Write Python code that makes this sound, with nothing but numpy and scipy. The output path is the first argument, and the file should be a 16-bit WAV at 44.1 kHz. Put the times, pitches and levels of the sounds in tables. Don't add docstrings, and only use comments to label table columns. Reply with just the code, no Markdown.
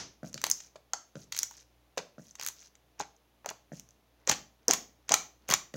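import sys
import numpy as np
from scipy import signal
from scipy.fft import rfft, irfft
from scipy.io import wavfile
from scipy.ndimage import uniform_filter1d

SR = 44100
rng = np.random.default_rng(int(sys.argv[2]) if len(sys.argv) > 2 else 0)


def to_wav(s):
    ch = np.atleast_2d(s).T
    pcm = np.round(np.clip(ch, -1, 1) * 32767)
    wavfile.write(sys.argv[1], SR, pcm.astype(np.int16))


N = 254016
EDGE_HZ = 16100

# start in seconds, level in dB, brightness in Hz, squeeze length in seconds.
PRESSES = [(.231, -29.5, 420, 0.0722), (.344, -35, 329, 0.081), (1.1553, -32, 480, 0.095),
           (2.182, -35.5, 650, 0.145), (3.719, -31, 402.8, 0.091), (5.741, -27, 880, 0.082)]
# start and end in seconds, level in dB, typical tick pitch in Hz.
PULLS = [(.435, .512, -57, 4000), (1.315, 1.458, -54.5, 4800), (2.382, 2.514, -53, 3000)]
# start and end in seconds, level in dB.
PLUCKS = [(1.977, 2.007, -49), (2.99, 3.037, -49), (3.466, 3.516, -53), (4.28, 4.339, -34.5),
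          (4.688, 4.752, -38.5), (5.09, 5.164, -39.5), (5.489, 5.556, -35.5)]


def amp(db):
    return 10 ** (np.asarray(db) / 20)


def unit_rms(x):
    return x / np.sqrt(np.mean(x ** 2) + 1e-20)


def curve_at(points, hz):
    f, value = np.transpose(points)
    return np.interp(np.log(hz + 1), np.log(f + 1), value)


def seconds(size):
    return np.arange(size) / SR


def add(mix, start_s, sound):
    part = mix[max(round(start_s * SR), 0):][:len(sound)]
    part += sound[:len(part)]


def band(x, hz, kind, order=2):
    return signal.sosfilt(signal.butter(order, np.minimum(hz, SR / 2 - 1), kind, fs=SR, output="sos"), x)


def colour(x, points, size=4096):
    log_gain = np.log(amp(curve_at(points, abs(np.fft.fftfreq(size, 1 / SR)))))
    minimum_phase = np.exp(np.conj(signal.hilbert(log_gain)))
    taps = np.fft.ifft(minimum_phase).real
    return signal.oaconvolve(x, taps[:size // 2])[:len(x)]


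def room_tone(floor_db=-70, waver=0.28):
    # frequency in Hz, relative density in dB.
    floor = [(20, -15), (62, 2), (95, -6.5), (200, -4.5), (700, -4.5), (1500, -12), (3500, -12),
             (6300, -31.5), (10000, -17), (16000, -17.5)]
    # frequency in Hz, rms level in dB.
    partials = [(59.8, -69.5), (120, -83.5), (300, -87)]
    t = seconds(N)
    hum = sum(amp(db) * np.sqrt(2) * np.sin(2 * np.pi * (hz * t + rng.random())) for hz, db in partials)
    hum *= 1 + waver * unit_rms(band(rng.standard_normal(N), 1.5, "lowpass"))
    return hum + amp(floor_db) * unit_rms(colour(rng.standard_normal(N), floor))


def room_tail(build_s=0.0037, size=26460, step=11):
    # frequency in Hz, seconds to fall 60 dB.
    t60 = [(150, 0.5), (1000, 0.3057), (6500, 0.3033), (10000, 0.1733), (16000, 0.459)]
    # frequency in Hz, gain in dB.
    tone = [(60, 1.5), (200, 0), (1500, -0.5), (5000, 1.5), (6700, -1.5), (9000, 4.5), (16000, -9)]
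    taps = np.zeros(size)
    slots = np.arange(0, size - step, step)
    taps[slots + rng.integers(0, step, len(slots))] = rng.choice([-1., 1.], len(slots))
    hz, t, bands = signal.stft(taps, SR, nperseg=256)
    bands = bands * amp(-60 * t / curve_at(t60, hz)[:, None])
    onset = (1 - np.exp(-seconds(size) / build_s)) ** 2
    tail = signal.istft(bands, SR)[1][:size] * onset
    return colour(tail / np.linalg.norm(tail), tone)


def dying_smack(db=-4, top_hz=5000):
    out = np.zeros(N)
    add(out, 0, amp(db) * band(room_tail()[SR // 50:], top_hz, "lowpass"))
    return out


def room(x, tails=3):
    # delay in seconds, gain.
    echoes = [(.0012, 0.057), (.0021, 0.13), (.0071, 0.14), (.0096, 0.084)]
    # time in seconds, gain in dB.
    spill = [(.44, -9), (.515, -11), (.93, -9.5), (3, -12.5), (4.3, -10.5), (5.15, -9.5), (5.54, -12.5)]
    out = x.copy()
    for delay, gain in echoes:
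        add(out, delay, gain * x)
    sent = x * amp(np.interp(seconds(N), *np.transpose(spill)))
    turn = (np.arange(N) // (SR // 100)) % tails
    for k in range(tails):
        out += signal.oaconvolve(sent * (turn == k), room_tail())[:N]
    return out


def blows(settle_s=0.013, settle_hz=197.46, drop_s=0.016, drop_hz=454):
    # start in seconds, level in dB, brightness in Hz.
    palms = [(start, db, hz) for start, db, hz, _ in PRESSES]
    weights = [(start + settle_s, db - 0.5, settle_hz) for start, db, _ in palms]
    drops = [(start + drop_s, db + 8.5, drop_hz) for start, _, db in PLUCKS]
    return palms + weights + drops


def thuds(slap_db=-20, slap_decay_s=0.009, low_cut_hz=130, detune=0.2):
    # frequency in Hz, relative level in dB, decay in seconds.
    modes = [(184.8, -21, 0.024), (214.77, -12.5, 0.011), (299.1, -11, 0.0032), (571, -1.5, .003),
             (1620, 1, 0.0013)]
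    out, t = np.zeros(N), seconds(size=6000)
    for start, db, bright_hz in blows():
        loads = 1 + detune * rng.uniform(-0.9, 1, len(modes))
        ring = sum(amp(mode_db) * np.sin(2 * np.pi * hz * load * t) * np.exp(-t / decay)
                   for (hz, mode_db, decay), load in zip(modes, loads))
        knock = band(ring, bright_hz, "lowpass", order=1)
        slap = band(rng.standard_normal(len(t)), 2 * bright_hz, "lowpass", order=1)
        slap *= np.exp(-t / slap_decay_s)
        add(out, start, amp(db) * (knock / abs(knock).max() + amp(slap_db) * slap))
    return band(out, low_cut_hz, "highpass", order=5)


def showers(squeeze_hz=8200, sag_hz=4946, seethe_hz=1384, squelch_hz=2295):
    spells = []
    for start, db, _, length in PRESSES:
        spells.append((start, start + length, db - 33, squeeze_hz))
    for start, end, db, hz in PULLS:
        sag_start = end + 0.04
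        spells += [(start, end, db, hz),
                   (sag_start, sag_start + 0.135, -64, sag_hz)]
    for start, end, db in PLUCKS:
        spells += [(start - 0.1, start, db - 40, seethe_hz),
                   (start - 0.012, start, db - 21.5, squelch_hz),
                   (start, end, db, squelch_hz)]
    return spells


def peeling(ticks_per_s=1300, spread_octaves=2, spread_db=4.5, decay_cycles=1.5):
    out, t = np.zeros(N), seconds(SR // 100)
    for start, end, db, hz in showers():
        length = end - start
        shower = np.zeros(round(length * SR) + len(t))
        for place, size, up, down in rng.random((int(length * ticks_per_s), 4)):
            swell = np.sqrt(np.sin(np.pi * place))
            size_db = spread_db * min(-np.log(1 - size), 3)
            pitch = min(hz * 2 ** (spread_octaves * (up - down)), EDGE_HZ)
            tick = np.sin(2 * np.pi * pitch * t) * np.exp(-t * pitch / decay_cycles)
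            add(shower, place * length, swell * amp(size_db) * unit_rms(tick))
        add(out, start, amp(db) * unit_rms(shower))
    return out


def taut(time_s):
    return any(start <= time_s <= end for start, end, _, _ in PULLS)


def pops(rise=0.036, opening_s=0.00065, roughness=0.6075, torn_cycles=1, resting_cycles=3.496):
    # start in seconds, level in dB, pitch in Hz.
    pockets = [(0.3427, -22.5, 4260), (0.4395, -13, 1090), (0.4673, -24.5, 859), (.757, -42, 620),
               (.9336, -25.5, 1333), (0.9352, -21, 4420), (.937, -30, 796), (1.325, -19, 3920),
               (1.389, -6.5, 4080), (1.51, -45.5, 925), (1.9745, -27.5, 515.5), (1.987, -34.5, 436.7),
               (2.397, -32.5, 818), (3.0007, -23, 800.4), (3.008, -32, 589), (3.009, -25, 3540),
               (3.445, -39, 794), (3.4594, -29.5, 732.3), (3.4911, -26.5, 2631), (3.509, -34.5, 636.5),
               (4.275, -30, 537), (4.297, -19.5, 839), (4.681, -22.5, 472.3), (4.69, -24, 676.4),
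               (4.693, -28, 320.5), (4.702, -22, 747.6), (5.11, -21.5, 645.7), (5.1197, -19, 789),
               (5.139, -15.5, 1286), (5.49, -32.5, 556.5), (5.5235, -18, 1092), (5.547, -19.5, 2255)]
    out, t = np.zeros(N), seconds(size=3000)
    for start, db, hz in pockets:
        decay = (torn_cycles if taut(start) else resting_cycles) / hz
        fade = np.exp(-t / decay)
        onset = 1 - np.exp(-t / opening_s)
        pitch = hz * (1 + rise * (1 - 2 * fade))
        flutter = unit_rms(band(rng.standard_normal(len(t)), [hz / 2, hz * 2], "bandpass"))
        ring = np.sin(2 * np.pi * np.cumsum(pitch) / SR) + roughness * flutter
        add(out, start, amp(db) * ring * fade * onset)
    return band(out, 120, "highpass", order=1)


def film_tear(decay_s, size=441):
    burst = rng.standard_normal(size) * np.exp(-seconds(size) / decay_s)
    spectrum = rfft(burst, 2 * size)
    spectrum /= np.sqrt(uniform_filter1d(abs(spectrum) ** 2, size=25) + 1e-12)
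    return irfft(spectrum)[:size]


def snaps(trim_db=-1, stretched_hz=2450, resting_hz=2156, band_ratio=2.081):
    # start in seconds, crack level in dB,
    # bubble and fizz levels in dB relative to the crack, decay in seconds.
    films = [(0.3298, -57.5, -4, -3.5, 0.00025), (0.343, -62, 9, 10, 0.0005),
             (.377, -59.5, 15, -19.5, 0.00187), (0.4158, -48, 0, 1, 0.00039),
             (0.4402, -36, 8.5, 6.5, 0.0002), (.4664, -41.5, 1, 2.5, 0.00063),
             (.4997, -37.5, -4, 7.5, 0.00073), (0.5137, -28, -14, -4, 0.00068),
             (0.6033, -53.5, 1, -10.5, 0.0012), (0.7569, -66.5, 11, -3.5, 0.0076),
             (0.9342, -37, -13, -8, 0.00115), (1.1545, -66.5, 11.5, -4, 0.00127),
             (1.3224, -46, 9, 4, 0.003), (1.3474, -52, 7.5, -11, 0.00085), (1.3653, -46, 6, 6.5, 0.00107),
             (1.3768, -43.5, -2.5, 2.5, 0.00031), (1.3897, -34, -6.5, 4.5, 0.00054),
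             (1.431, -33, -6, -1, 0.0013), (1.5098, -58, -2, 1, .0023), (1.9739, -50, 3, -7.5, 0.001),
             (1.978, -50, 15.5, 4.5, 0.00165), (1.988, -53.5, 8.5, -10.5, .0008),
             (2.3094, -60.5, -10.5, -10, 0.0013), (2.3533, -53.5, 0.5, -4.5, 0.00164),
             (2.397, -57, 13, 6, 0.00046), (2.412, -51.5, 7.5, 6, 0.001), (2.4251, -53, 9, 4, 0.0025),
             (2.434, -48.5, -8.5, 5.5, 0.0005), (2.4482, -50.5, -3.5, 5.5, 0.00055),
             (2.464, -44.5, 6.5, 13, 0.000294), (2.4733, -42, -6, 4.5, 0.00074),
             (2.4862, -41.5, -0.5, 5.5, 0.00047), (2.753, -65.5, 2.5, -10, 0.00148),
             (2.9961, -47, -4, -2.5, 0.0039), (3.164, -74.5, -20, -7.5, 0.00082),
             (3.46, -46, 0.5, 1.5, .0003), (3.4891, -45, 4.5, -5.5, 0.0016),
             (3.5014, -50.5, -3.5, 4, .0014), (3.7967, -52, -4.5, 0.5, 0.00035),
             (3.8891, -67.5, -3.5, 1.5, .0004), (3.907, -68, -7, -5.5, 0.00044),
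             (4.2744, -35.5, -1.5, -9.5, 0.00051), (4.295, -26.5, 0.5, -5, 0.00154),
             (4.3148, -35.5, 6.5, 3, .001), (4.682, -27, -16, -3.5, 0.00036),
             (4.7094, -24.5, -3, -6.5, 0.000485), (4.7348, -29, 0, 1.5, 0.0011),
             (5.0925, -38.5, 4, -3, .0003), (5.1196, -26.5, -4.5, -9.5, 0.00093),
             (5.1399, -23.5, 1, -2, 0.0017), (5.4888, -44.5, 2.5, 5, .0011), (5.5021, -39, 6, 6.5, 0.00091),
             (5.5107, -38, 10.5, 6.5, 0.00186), (5.5233, -44, -0.5, 8.5, 0.00053),
             (5.5378, -24, 0.5, -3, 0.00143), (5.739, -59.5, 11, 1.5, 0.0032)]
    out = np.zeros(N)
    for start, db, bubble_db, fizz_db, decay in films:
        hz = stretched_hz if taut(start) else resting_hz
        tear = film_tear(decay)
        crack = unit_rms(band(tear, [5200, 8000], "bandpass"))
        bubble = amp(bubble_db) * unit_rms(band(tear, [hz / band_ratio, hz * band_ratio], "bandpass"))
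        fizz = amp(fizz_db) * unit_rms(band(tear, [8500, 16000], "bandpass", order=3))
        add(out, start, amp(db + trim_db) * (crack + bubble + fizz))
    return out


def wet_chirp(x, hz=3950, width_hz=1500, stages=5):
    radius = np.exp(-np.pi * width_hz / SR)
    poles = [1, -2 * radius * np.cos(2 * np.pi * hz / SR), radius * radius]
    return signal.sosfilt([poles[::-1] + poles] * stages, x)


def scene():
    slime = wet_chirp(snaps() + peeling()) + pops()
    return (room(slime + thuds()) + dying_smack() + room_tone())[None]


def record(dry):
    # frequency in Hz, gain in dB.
    response = [(20, -18.5), (100, 3), (3500, -1.5), (5000, 5.5), (6300, 13.5), (7100, 6), (8300, -5.5),
                (10000, -5), (14000, -4.5), (16000, -4.5)]
    ceiling = 0.75
    heard = colour(dry[0], response)
    heard = heard / (1 + (heard / ceiling) ** 4) ** (1 / 4)
    band_limit = signal.firwin(255, EDGE_HZ, window=("kaiser", 8), fs=SR)
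    return signal.oaconvolve(heard, band_limit, "same")[None]


dry = scene()
out = record(dry)
to_wav(out)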